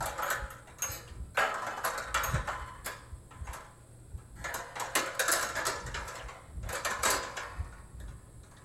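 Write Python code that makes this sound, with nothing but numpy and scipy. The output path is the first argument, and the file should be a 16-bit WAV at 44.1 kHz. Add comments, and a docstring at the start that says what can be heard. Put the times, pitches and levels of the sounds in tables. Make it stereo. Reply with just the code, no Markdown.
"""Galvanized steel corral panels clank as they are shaken and fitted together in a field, a few metres off.
Each blow cracks, rings hundreds of tube modes and sets a chain and the loose joints chattering.
Tubes stick and slip in short scrapes, a latch pin pings in its sleeve and thin fittings clink.
Underneath, a light wind buffets the microphone, a motor drones far off and insects hiss in the grass."""
import sys
import numpy as np
from scipy import signal
from scipy.fft import rfft, irfft
from scipy.io import wavfile
from scipy.ndimage import uniform_filter1d

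SR = 44100
rng = np.random.default_rng(int(sys.argv[2]) if len(sys.argv) > 2 else 0)


def file_out(sig):
    """Save sig as 16-bit WAV at sys.argv[1]."""
    # one column per channel
    cols = np.atleast_2d(sig).T
    # limit, then scale
    lim = np.clip(cols, -1, 1)
    pcm = np.round(lim * 32767).astype(np.int16)
    wavfile.write(sys.argv[1], SR, pcm)


N = 381024
TIME, SCENE_HZ = np.arange(N) / SR, np.arange(N // 2 + 1) * SR / N
RING_S, RING_HZ = np.arange(SR) / SR, np.arange(SR // 2 + 1.)  # axes of a one-second ring

# a blow's four bands, called body, clang, clash and edge: (bottom [Hz], top [Hz])
BANDS = [(400, 1900), (2000, 3500), (4000, 8000), (10000, 12500)]
# tube strikes tube: (time [s], body level [dB], clang over body [dB], clash over body [dB],
# bite = edge over clash [dB], favoured note [Hz])
TUBE_STRIKES = [(0.024, -34, -12, -4.5, -5, 1280), (0.057, -29.5, -9, -7, 4, 860),
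                (0.221, -25.5, -11, -19, -4, 1420), (0.302, -25, -12, -8.5, 2, 1450),
                (0.503, -39.5, -11, -11, 4, 1320), (0.672, -44, -6.5, -10.5, -10, 1050),
                (0.785, -45, -7, -6, -2, 1380), (0.821, -29.5, -7, -9, 7, 1400),
                (1.076, -49.5, -2, -5.5, -7, 940), (1.371, -15.5, -8.5, -24.5, -4.5, 1470),
                (1.419, -20, -12, -39, 9, 1350), (1.666, -24.5, -19.5, -16, -9, 680),
                (1.847, -25, -12, -6, 3, 980), (1.977, -28.5, -14, -6, -8.5, 1410),
                (2.143, -21.5, -4.5, -7.5, -8, 1280), (2.236, -26.5, -8.5, -12.5, 4, 1210),
                (2.342, -27.5, -12.5, -11, -22, 664), (2.473, -24.5, -15, -18.5, -9, 810),
                (2.859, -29.5, -7, -10.5, 7.5, 1090), (3.307, -42, -10, -19, -12, 970),
                (3.47, -35.5, -10.5, -14, -13, 875), (3.531, -37.5, -10, -7, 1, 880),
                (3.536, -35.5, -20, -12.5, 1, 1120), (4.175, -51.5, -13, -12, 0, 1480),
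                (4.441, -28, -7.5, -8, -14, 1780), (4.54, -27, -14, -4.5, -5, 920),
                (4.755, -32.5, -7, -10, -20, 1280), (4.797, -25.5, -12, -6, -7.5, 870),
                (4.952, -20.5, -4, -2, -2.5, 542), (5.059, -32.5, -6, -9.5, -6, 504),
                (5.147, -41.5, -13, -6.5, -4, 520), (5.193, -22.5, -7.5, -2, -4.5, 1610),
                (5.28, -22, -15, -3, -7.5, 1680), (5.316, -36, -16, 5, 7, 1400),
                (5.322, -26, -7.5, 2.5, -2, 670), (5.41, -35, -4, 1, -6, 1310),
                (5.425, -27.5, -13, -3, -6, 1710), (5.488, -39, -5, 0.5, -7.5, 1300),
                (5.552, -27.5, -11.5, -6, -33, 1710), (5.652, -27.5, -7, -3.5, -11, 1330),
                (5.666, -29, -9.5, 5, -7.5, 660), (5.863, -38, -10.5, -3, -12, 1810),
                (5.943, -31, -5, -3, -23, 1640), (6.078, -37.5, -8, -1, -7.5, 1340),
                (6.153, -40.5, -3, -0.5, -14, 525), (6.199, -37.5, -11, -29, -21, 530),
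                (6.283, -36, -8, -11, -16, 1060), (6.628, -40, -14, -11.5, -43, 580),
                (6.689, -32.5, -8, -6, -5.5, 1760), (6.727, -32, -20, -10, 0, 1490),
                (6.751, -31, -9, -3.5, -4, 1150), (6.848, -24.5, -9.5, -2.5, -7.5, 1900),
                (6.907, -29, -10, -6.5, -7.5, 1500), (7.032, -22, -9.5, -5, -6, 1240),
                (7.051, -21.5, -6.5, -1.5, -11, 1040), (7.102, -30, -11, 3.5, -1, 1400),
                (7.228, -32.5, -9, -5, -26, 1720), (7.368, -29.5, -5, -6, -19, 1530),
                (7.644, -51.5, -15, -6, -23, 1450), (7.721, -49, -11, -9, -30, 1370),
                (8, -46, -24, -11, 1, 1760), (8.078, -50.5, -9, -7.5, -26, 1360),
                (8.433, -52.5, -12, -6, -17, 460), (8.511, -50.5, -16, -7, -12, 940),
                (8.567, -52, -17, -5, -27, 1740)]
# a swinging panel rocks back with a dull bump: (time [s], body level [dB], favoured note [Hz])
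PANEL_BUMPS = [(0.005, -24.5, 790), (0.179, -25.5, 840), (1.541, -27, 1070), (1.62, -29.5, 990),
               (1.773, -30.5, 870), (1.84, -21.5, 960), (2.486, -29, 795)]
# the strong, singing tube modes: (frequency [Hz], level [dB], t60 [s])
TUBE_MODES = [(442, -14, 0.37), (481.6, 3, 0.6), (533, -2.5, 0.95), (574.5, -3, 0.76), (652.6, 16, 0.13),
              (842, -5, 0.73), (952, -4, 0.42), (1013, 1, 0.53), (1163, -13, 1), (1246, -10, 0.76),
              (1270, -5.5, 0.6), (1370, 0, 0.5), (1380, -5, 0.16), (1640, 4, 0.39), (1720, 6.5, 0.43),
              (1830, 4.5, 0.32), (2070, -5, 0.38), (2120, 5, 0.38), (2320, 9, 0.31), (2750, -4, 0.11),
              (4570, -19, 0.22), (6900, -2, 0.35), (11500, -18, 0.1)]
# tone of the crowd of weak modes: (frequency [Hz], spectral level [dB])
CROWD_TONE = [(140, -8), (230, 1.5), (330, 3.5), (520, 11), (750, 2.5), (1300, 3), (1800, 0), (2400, -1.5),
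              (3200, -3), (5500, -10), (8000, -8), (12000, -15.5), (13500, -22.5), (15500, -36)]
# ring time of the crowd's tail: (frequency [Hz], t60 [s])
CROWD_DECAY = [(300, 0.38), (600, 0.36), (1200, 0.58), (2400, 0.63), (5000, 0.67), (9000, 0.24),
               (14000, 0.19)]
# modes of the chain links: (frequency [Hz], level [dB], t60 [s])
LINK_MODES = [(2390, 2.5, 0.14), (2753, 8, 0.13), (3640, -17, 0.12), (3840, 4, 0.13), (4260, -12.5, 0.24),
              (4580, -22, 0.092), (5470, -3, 0.19), (5900, 6.5, 0.085), (6380, 5.5, 0.11),
              (7060, -0.5, 0.12), (7270, 1.5, 0.083), (8000, -19, 0.088), (7800, -14, 0.066),
              (8400, -2, 0.15), (10300, -9, 0.25), (12000, -10, 0.14), (11500, -22, 0.12)]
# tube drags on tube: (time [s], length [s], body level [dB], treble level [dB])
TUBE_DRAGS = [(0.25, 0.063, -34, -46.5), (0.865, 0.11, -47.5, -43.5), (1.343, 0.013, -42, -54),
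              (1.377, 0.026, -41, -40.5), (1.832, 0.047, -37, -49), (2.263, 0.078, -41, -48),
              (2.843, 0.028, -38, -42), (3.449, 0.007, -46, -59), (4.352, 0.11, -49, -58.5),
              (5.292, 0.11, -37, -39), (5.555, 0.039, -32.5, -46), (5.999, 0.19, -46, -58.5),
              (6.718, 0.035, -35.5, -45), (7.022, 0.13, -32.5, -34)]
# hits on the latch pin: (time [s], level [dB], lift of the edge-band modes [dB], pitch shift [Hz])
LATCH_HITS = [(0.058, -57, 10, 0), (0.23, -47, 19, -8), (0.503, -66, 21, -2), (0.785, -52, 3, 2),
              (0.821, -27.5, 3, -48), (0.917, -42, 18, -60), (2.235, -35.5, 11, 4), (3.448, -59, -5, 0),
              (3.533, -59, 0, 0), (5.447, -42, 3, -40)]
# modes of the latch pin: (frequency [Hz], level [dB], t60 [s])
LATCH_MODES = [(2820, -2, 0.3), (6565, 2.5, 0.3), (6160, -8, 0.17), (7020, -16, 0.13), (9700, -14, 0.14),
               (10680, -27, 0.15), (11600, -19, 0.16), (12100, -13, 0.2), (13200, -20, 0.15)]
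# light taps on thin fittings: (time [s], level [dB], pitch [Hz])
FITTING_TAPS = [(0.823, -35, 2700), (1.077, -46.5, 2830), (1.09, -58, 4450), (5.943, -34, 2860),
                (6.195, -41.5, 2840), (6.849, -30.5, 2760), (7.37, -49, 2830), (8.001, -54, 3670),
                (8.078, -60, 3500), (8.433, -59, 3940), (8.567, -55, 3700)]
# strength of the breeze: (time [s], level [dB])
BREEZE = [(0.0, -38), (0.42, -71), (0.72, -50), (0.92, -60), (1.03, -54), (1.25, -54), (1.5, -60),
          (1.95, -53), (2.3, -43.5), (2.55, -53), (2.9, -53), (3.45, -56), (3.7, -57), (4.15, -67),
          (4.4, -47), (4.7, -57.5), (5.6, -56), (5.92, -45), (6.25, -53), (6.45, -50.5), (6.7, -44.5),
          (7.0, -48.5), (7.35, -49.5), (7.65, -56), (7.85, -51.5), (8.05, -46), (8.25, -56), (8.64, -47)]
# wind thumps on the microphone: (time [s], pitch [Hz], half-length [s], level [dB])
WIND_THUMPS = [(0.439, 55.7, 0.019, -29), (0.901, 90, 0.011, -35), (1.119, 80.5, 0.01, -38),
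               (1.215, 61.7, 0.025, -32.5), (1.273, 50, 0.033, -57), (2.194, 57.5, 0.13, -41.5),
               (2.345, 131, 0.0068, -20), (2.362, 66, 0.012, -22), (2.625, 60, 0.015, -34),
               (3.135, 73, 0.012, -36.5), (3.388, 86, 0.019, -53), (3.421, 66.6, 0.0093, -30.5),
               (3.499, 60, 0.0099, -33.5), (4.153, 69.6, 0.0091, -30), (6.261, 50.7, .025, -37),
               (6.678, 65, 0.012, -43), (7.018, 58, 0.019, -39), (7.61, 76, 0.01, -25),
               (7.983, 54.4, 0.025, -38.5), (8.094, 60.3, 0.0092, -36.5)]
# tone of the open air: (frequency [Hz], spectral level [dB])
AIR_TONE = [(40, 0), (130, -1), (220, -9.5), (350, -9), (700, -17.5), (1400, -25.5), (2200, -32),
            (4000, -27), (6500, -36.5), (12000, -33.5), (15500, -39)]
# insect choruses: (centre [Hz], width [Hz], level [dB])
INSECT_BANDS = [(7750, 320, -73.5), (8360, 170, -66.5), (10300, 190, -71), (10780, 53, -74)]
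# stereo width: (frequency [Hz], side over mid [ratio])
STEREO_WIDTH = [(100, 0.6), (400, 0.3), (1100, 0.53), (2400, 0.35), (5000, 0.8), (7500, 0.023),
                (15000, 0.025)]
# phase between the microphone's channels: (frequency [Hz], lead of the left [rad])
MIC_PHASE = [(0, 0), (1400, -.15), (2000, -1), (2900, -3.1), (4400, -3.9), (5700, -3.1), (7100, -.1),
             (7600, .1), (9400, 3.1), (11200, 6.2), (11900, 6.5), (13200, 9.4), (14700, 12.5),
             (16000, 12.6)]
# balance of the microphone's channels: (frequency [Hz], left over right [dB])
MIC_BALANCE = [(150, 1.3), (500, 1.5), (1000, -2), (2000, -1.5), (8000, -0.3)]

BUMP_COLOUR_DB = (-23, -16.5, -26.5)  # a bump's clang, clash and edge over its body
# load on the joints bends the pitch: fraction from blow to blow, fraction while ringing, changes per s
LOAD_DETUNE, LOAD_WAVER, LOAD_RATE = 0.004, 0.004, 45
# sharp contacts of light parts knock and shake the frame less, in dB per dB of bite
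KNOCK_PER_BITE, RATTLE_PER_BITE = -0.18, -0.33


def clanks(modes, trim_db=(-3, -4, -7, -3), crack_db=2.5, crack_s=0.0014, grit_db=-13, grit_s=0.036):
    """Each blow layers a crack of contact, gritty rebounds, the frame's ring and the chain's jangle."""
    out = np.zeros((2, N))
    crack_tone = undb(on_log(RING_HZ, [(1000, -16), (3000, -13), (8000, 59), (12000, -3), (16000, 4)]))
    attack = 1 - np.exp(-RING_S / 0.0006)
    for s, levels_db, note_hz in blows():
        _, _, clash, edge = levels_db
        frame = frame_ring(modes, levels_db + trim_db, note_hz)
        snap = undb(crack_db) * np.exp(-RING_S / crack_s)
        grit = undb(grit_db + 6 * wander(302, SR)) * np.exp(-RING_S / grit_s)
        sizzle = unit(irfft(crack_tone * contact_ripple() * stereo(RING_HZ)))
        crack = undb((clash + edge) / 2) * sizzle * (snap + grit)
        add(out, s, (frame + crack) * attack)
        add(out, s, chain(levels_db))
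    return out


def blows():
    """Every strike and bump as (time [s], levels of the four bands [dB], favoured note [Hz])."""
    strikes = [(s, db + np.array([0, clang, clash, clash + bite]), note_hz)
               for s, db, clang, clash, bite, note_hz in TUBE_STRIKES]
    return strikes + [(s, db + np.array([0, *BUMP_COLOUR_DB]), hz) for s, db, hz in PANEL_BUMPS]


def panel_modes(spacing_hz=3.5, thinning_hz=3400, uneven_db=1.0, build_s_at_1khz=0.029):
    """The welded frame's voice: a random crowd of weak modes and the decaying notes of the strong ones."""
    present = rng.random(len(RING_HZ)) < 1 / (spacing_hz * (1 + (RING_HZ / thinning_hz) ** 2))
    weight = present * undb(uneven_db * rng.standard_normal(len(RING_HZ)))
    local_rms = np.sqrt(np.abs(uniform_filter1d(weight ** 2, size=300)) + 1e-9)
    crowd = weight / local_rms * undb(on_log(RING_HZ, CROWD_TONE)) * (RING_HZ > 100)
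    hz, db, t60 = np.transpose(TUBE_MODES)[:, :, None]
    bloom = 1 - np.exp(-RING_S * hz / (build_s_at_1khz * 1000))
    notes = undb(db) * np.exp(2j * np.pi * hz * RING_S) * decay(t60) * bloom
    return crowd, notes


def frame_ring(modes, levels_db, note_hz, tubes_db=-15):
    """One blow rings the crowd and the long tube notes, which waver with the load on the joints."""
    crowd, notes = modes
    hz = np.array(TUBE_MODES)[:, 0]
    low_lift_db = on_log(hz, [(420, knock_db(levels_db)), (750, 0.0038)])
    drive_db = blow_db(hz, levels_db) + favour_db(hz, note_hz) + low_lift_db
    share = stereo(hz)
    share /= np.mean(np.abs(share), axis=0) ** 0.11  # evens out the strong modes a little
    tubes = ((share * undb(drive_db + tubes_db)) @ notes).real
    playhead = np.cumsum(1 + LOAD_DETUNE * rng.standard_normal() + LOAD_WAVER * wander(LOAD_RATE, SR))
    bent_tubes = np.array([np.interp(playhead, np.arange(SR), side) for side in tubes])
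    return crowd_ring(crowd, levels_db, note_hz) + bent_tubes


def crowd_ring(crowd, levels_db, note_hz, build_s_at_1khz=0.0071, tail_db=-8, chatter_db=-1.0):
    """The metallic wash of weak modes: the load bends them and each contact point weights them anew."""
    bent = np.rint(RING_HZ * (1 + LOAD_DETUNE * rng.standard_normal())).astype(int)
    weights = crowd.take(bent, mode="clip") * contact_ripple() * undb(favour_db(RING_HZ, note_hz))
    own_db = [10 * np.log10(2 * np.sum(weights[lo:hi] ** 2) / SR ** 2) for lo, hi in BANDS]
    body, clang, clash, edge = np.array(levels_db) - own_db
    eq = [(400, body + knock_db(levels_db)), (720, body), (1650, body), (2300, clang), (3200, clang),
          (4200, clash), (7500, clash), (10500, edge)]
    struck = weights * undb(on_log(RING_HZ, eq)) * stereo(RING_HZ)
    centres = np.array(CROWD_DECAY)[:, 0]
    out = 0
    for (hz, t60), pick in zip(CROWD_DECAY, np.eye(len(CROWD_DECAY))):
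        band = on_log(RING_HZ, np.c_[centres, pick])
        # bending waves carry the treble along the tubes first; the lows bloom later
        arrival = 1 - np.exp(-RING_S / (build_s_at_1khz * 1000 / hz))
        # the struck tube soon gives its energy away, then the whole frame rings on
        fade = decay(0.24 * t60) + undb(tail_db) * decay(t60)
        out = out + irfft(struck * band) * arrival * fade
    return out * undb(chatter_db * wander(130, SR))


def blow_db(hz, levels_db):
    """How hard a blow drives each frequency, sliding between its four band levels."""
    return on_log(hz, np.c_[np.mean(BANDS, axis=1), levels_db])


def knock_db(levels_db, base_db=4, hardness_share=0.6):
    """Low-end weight: a hard, square blow knocks the whole frame; a glancing one does not."""
    body, _, clash, edge = levels_db
    return base_db + hardness_share * (clash - body) + KNOCK_PER_BITE * max(edge - clash, 0)


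def favour_db(hz, note_hz, lift_db=7.5, width=0.13):
    """The struck spot rings most strongly near one note."""
    return lift_db * np.exp(-((hz / note_hz - 1) / width) ** 2)


def contact_ripple(width_hz_at_1khz=115, depth_db=6):
    """A contact point favours some modes: random dips and capped humps across the spectrum."""
    knots = np.minimum(rng.standard_normal(1024), 1)
    place = np.sqrt(RING_HZ * 1000) * 2 / width_hz_at_1khz  # humps widen toward the treble
    return undb(depth_db * np.interp(place, np.arange(len(knots)), knots))


def chain(levels_db, gain_db=-14, detune=0.012, gap_s=0.026, bounce_db=-3, fade_db_per_s=85, bounces=3):
    """The chain jumps with the blow and its links fall back, each bounce with a slightly new ring."""
    hz, db, t60 = np.transpose(LINK_MODES)
    drive = undb(blow_db(hz, levels_db) + db + gain_db)
    t = RING_S[:SR // 4]
    envelope = decay(t60[:, None], t) * (1 - np.exp(-t / 0.00017))
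    delays = np.r_[0, np.cumsum(gap_s * rng.gamma(2, .5, bounces))]
    out = np.zeros((2, SR))
    for k, delay in enumerate(delays):
        link_hz = hz * (1 + detune * rng.standard_normal(len(hz)))
        phase = 2 * np.pi * link_hz[:, None] * t
        share = stereo(hz)
        share /= np.mean(np.abs(share), axis=0) ** .5
        share *= drive * undb(bounce_db * (k > 0) - fade_db_per_s * delay)
        jingle = share.real @ (envelope * np.sin(phase)) + share.imag @ (envelope * np.cos(phase))
        add(out, min(delay, .5), jingle)
    return out


def scrapes(modes, slips_per_s=600):
    """Tube drags on tube: the zinc sticks and slips in quick, uneven steps."""
    out = np.zeros((2, N))
    for s, length, body, treble in TUBE_DRAGS:
        pressure = np.sin(np.pi * np.minimum(RING_S / length, 1)).clip(0) ** 0.15
        force = undb(body) * pressure * taps(SR, slips_per_s, scatter_db=3)
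        add(out, s, shaken_frame(modes, force, treble - body, clang_db=-5.5, edge_db=-3.5,
                                 note_hz=1665, tubes_db=-17))
    return out


def rattle(modes, taps_per_s=135, turns=14, note_range_hz=(494, 1306)):
    """Loose joints take turns tapping as the panels sway, and keep the hollow tubes singing."""
    out = np.zeros((2, N))
    force = sway() * taps(N, taps_per_s, scatter_db=3.5)
    for k, turn in enumerate(np.array_split(force, turns)):
        chatter = shaken_frame(modes, turn, treble_db=-19, clang_db=-3.5, edge_db=-6.5,
                               note_hz=rng.uniform(*note_range_hz), tubes_db=-20.5)
        add(out, k * N / turns / SR, chatter)
    return out


def sway(send_db=-17, build_s=0.0055, fade_db_per_s=66.5, handling_db=-72):
    """The rattle's envelope: each blow adds energy that drains away; hands keep the joints astir."""
    energy = np.full((1, N), undb(handling_db) ** 2)
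    shape = (1 - np.exp(-RING_S / build_s)) * undb(send_db - fade_db_per_s * RING_S)
    for s, (body, _, clash, edge), _ in blows():
        add(energy, s, (undb(body + RATTLE_PER_BITE * (edge - clash)) * shape) ** 2)
    return np.sqrt(energy[0])


def shaken_frame(modes, force, treble_db, clang_db, edge_db, note_hz, tubes_db):
    """The frame rings in answer to a train of small impacts at one spot."""
    levels_db = (0, treble_db / 2 + clang_db, treble_db, treble_db + edge_db)
    response = frame_ring(modes, levels_db, note_hz, tubes_db)
    energy = np.mean(np.sum(response ** 2, axis=1))
    response *= np.sqrt((1 + undb(treble_db) ** 2) / energy)
    return signal.fftconvolve(force[None], response, axes=1)


def latch_pin(buzz_db=3, buzz_rate=260, jostle_cycles=0.25, jostle_rate=220, clean_s=0.025):
    """The loose pin starts with a clean, high clink; then rattling in its sleeve roughens each mode."""
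    out = np.zeros((2, N))
    loose = 1 - np.exp(-RING_S / clean_s)
    for s, level_db, lift_db, shift_hz in LATCH_HITS:
        for hz, db, t60 in LATCH_MODES:
            cycles = (hz + shift_hz) * RING_S + rng.random()
            jostle = jostle_cycles * loose * wander(jostle_rate, SR)
            mode_db = level_db + db + lift_db * (hz > BANDS[-1][0])
            gain = undb(mode_db + buzz_db * loose * wander(buzz_rate, SR))
            add(out, s, gain * np.sin(2 * np.pi * (cycles + jostle)) * decay(t60))
    return out


def fittings(t60=0.13, jostle_cycles=0.3, jostle_rate=700):
    """Light taps on loose fittings: each a short, rough clink on one high note."""
    out = np.zeros((2, N))
    stereo_phase = np.array([[0], [np.pi / 2]])
    for s, db, hz in FITTING_TAPS:
        phase = 2 * np.pi * (hz * RING_S + jostle_cycles * wander(jostle_rate, SR))
        add(out, s, undb(db) * decay(t60) * np.sin(phase + stereo_phase))
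    return out


def wind(trim_db=-2.5, eddy_db=7, eddy_rate=7.5, wake_db=-15, wake_s=0.073):
    """Rumble rides the breeze and its eddies; buffets thump the microphone amid their own turbulence."""
    tone = undb(on_log(SCENE_HZ, [(10, -34), (28, -21), (50, 3.5), (75, -4), (120, -8.5), (200, -19.5),
                                  (400, -31), (1500, -112)]))
    breeze_db = np.interp(TIME, *np.transpose(BREEZE))
    strength = undb(breeze_db + trim_db + eddy_db * wander(eddy_rate, N))
    thumps = np.zeros(N)
    for s, hz, half_s, db in WIND_THUMPS:
        t = TIME - s
        thumps += undb(db) * np.exp(-(t / half_s) ** 2) * np.cos(2 * np.pi * hz * t)
        turbulence = undb(db + wake_db) * np.exp(-np.abs(t) / wake_s)
        strength = np.hypot(strength, turbulence)
    return noise(tone) * strength + thumps


def motor(hz=118.5, level_db=-59.5, waver=0.01245, waver_rate=7, swell_db=2, swell_rate=5):
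    """A far-off motor drones on one low, wavering note."""
    phase = 2 * np.pi * np.cumsum(hz * (1 + waver * wander(waver_rate, N))) / SR
    return np.sqrt(2) * undb(level_db + swell_db * wander(swell_rate, N)) * np.sin(phase)


def field(air_db=-56, flicker_db=1, flicker_rate=31):
    """The ambient bed: distant air, and insects whose high hiss flickers gently."""
    out = undb(air_db + 0.097 * wander(7.2, N)) * noise(undb(on_log(SCENE_HZ, AIR_TONE)))
    for hz, width, db in INSECT_BANDS:
        band = np.exp(-((SCENE_HZ - hz) / width) ** 2 / 4)
        out += undb(db + flicker_db * wander(flicker_rate, N)) * noise(band)
    return out


def undb(db):
    """Decibels to gain."""
    return 10 ** (np.asarray(db) / 20)


def on_log(hz, table):
    """Read (frequency [Hz], value) rows on a log-frequency axis."""
    at, value = np.transpose(table)
    return np.interp(np.log(hz + 1e-3), np.log(at), value)


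def unit(x):
    """Scale to rms 1."""
    return x / np.sqrt(np.mean(x ** 2))


def add(out, s, x):
    """Mix x into out from time s."""
    i = max(int(s * SR), 0)
    out[:, i:i + x.shape[-1]] += x[..., :N - i]


def decay(t60, t=RING_S):
    """An envelope that falls 60 dB in t60 seconds."""
    return np.exp(-np.log(1000) * t / t60)


def wander(rate, size):
    """A random modulator that glides to a new value rate times a second."""
    knots = rng.standard_normal(4096)
    return 0.875 * np.interp(np.arange(size) / SR * rate, np.arange(len(knots)), knots)


def taps(size, rate, scatter_db):
    """Irregular tiny impacts of uneven strength, rms 1."""
    hits = rng.random(size) < rate / SR
    return unit(hits * undb(scatter_db * rng.standard_normal(size)) + 1e-9)


def stereo(hz):
    """A random strength and phase at each frequency, partly shared by left and right."""
    mid, side = rng.standard_normal((2, len(hz))) + 1j * rng.standard_normal((2, len(hz)))
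    width = on_log(hz, STEREO_WIDTH)
    return (mid + width * side * np.array([[1], [-1]])) / np.sqrt(2 + 2 * width ** 2)


def noise(tone):
    """Stereo noise of rms 1 with the given spectrum."""
    return unit(irfft(tone * stereo(SCENE_HZ), N))


def scene():
    """The mix: steel up front, over wind, motor and field."""
    modes = panel_modes()
    steel = clanks(modes) + scrapes(modes) + rattle(modes) + latch_pin() + fittings()
    return steel + wind() + motor() + field()


def record(dry, top_hz=16100):
    """A phone's channels part in phase toward the treble, the mids lean right and the top is cut."""
    lead = np.interp(SCENE_HZ, *np.transpose(MIC_PHASE))
    balance_db = on_log(SCENE_HZ, MIC_BALANCE)
    split = np.array([[.5], [-.5]])  # half to each channel, in opposite directions
    channels = irfft(rfft(dry) * np.exp(1j * lead * split) * undb(balance_db * split), N)
    return signal.sosfilt(signal.ellip(10, .2, 70, top_hz, fs=SR, output="sos"), channels)


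dry = scene()
out = record(dry)
file_out(out)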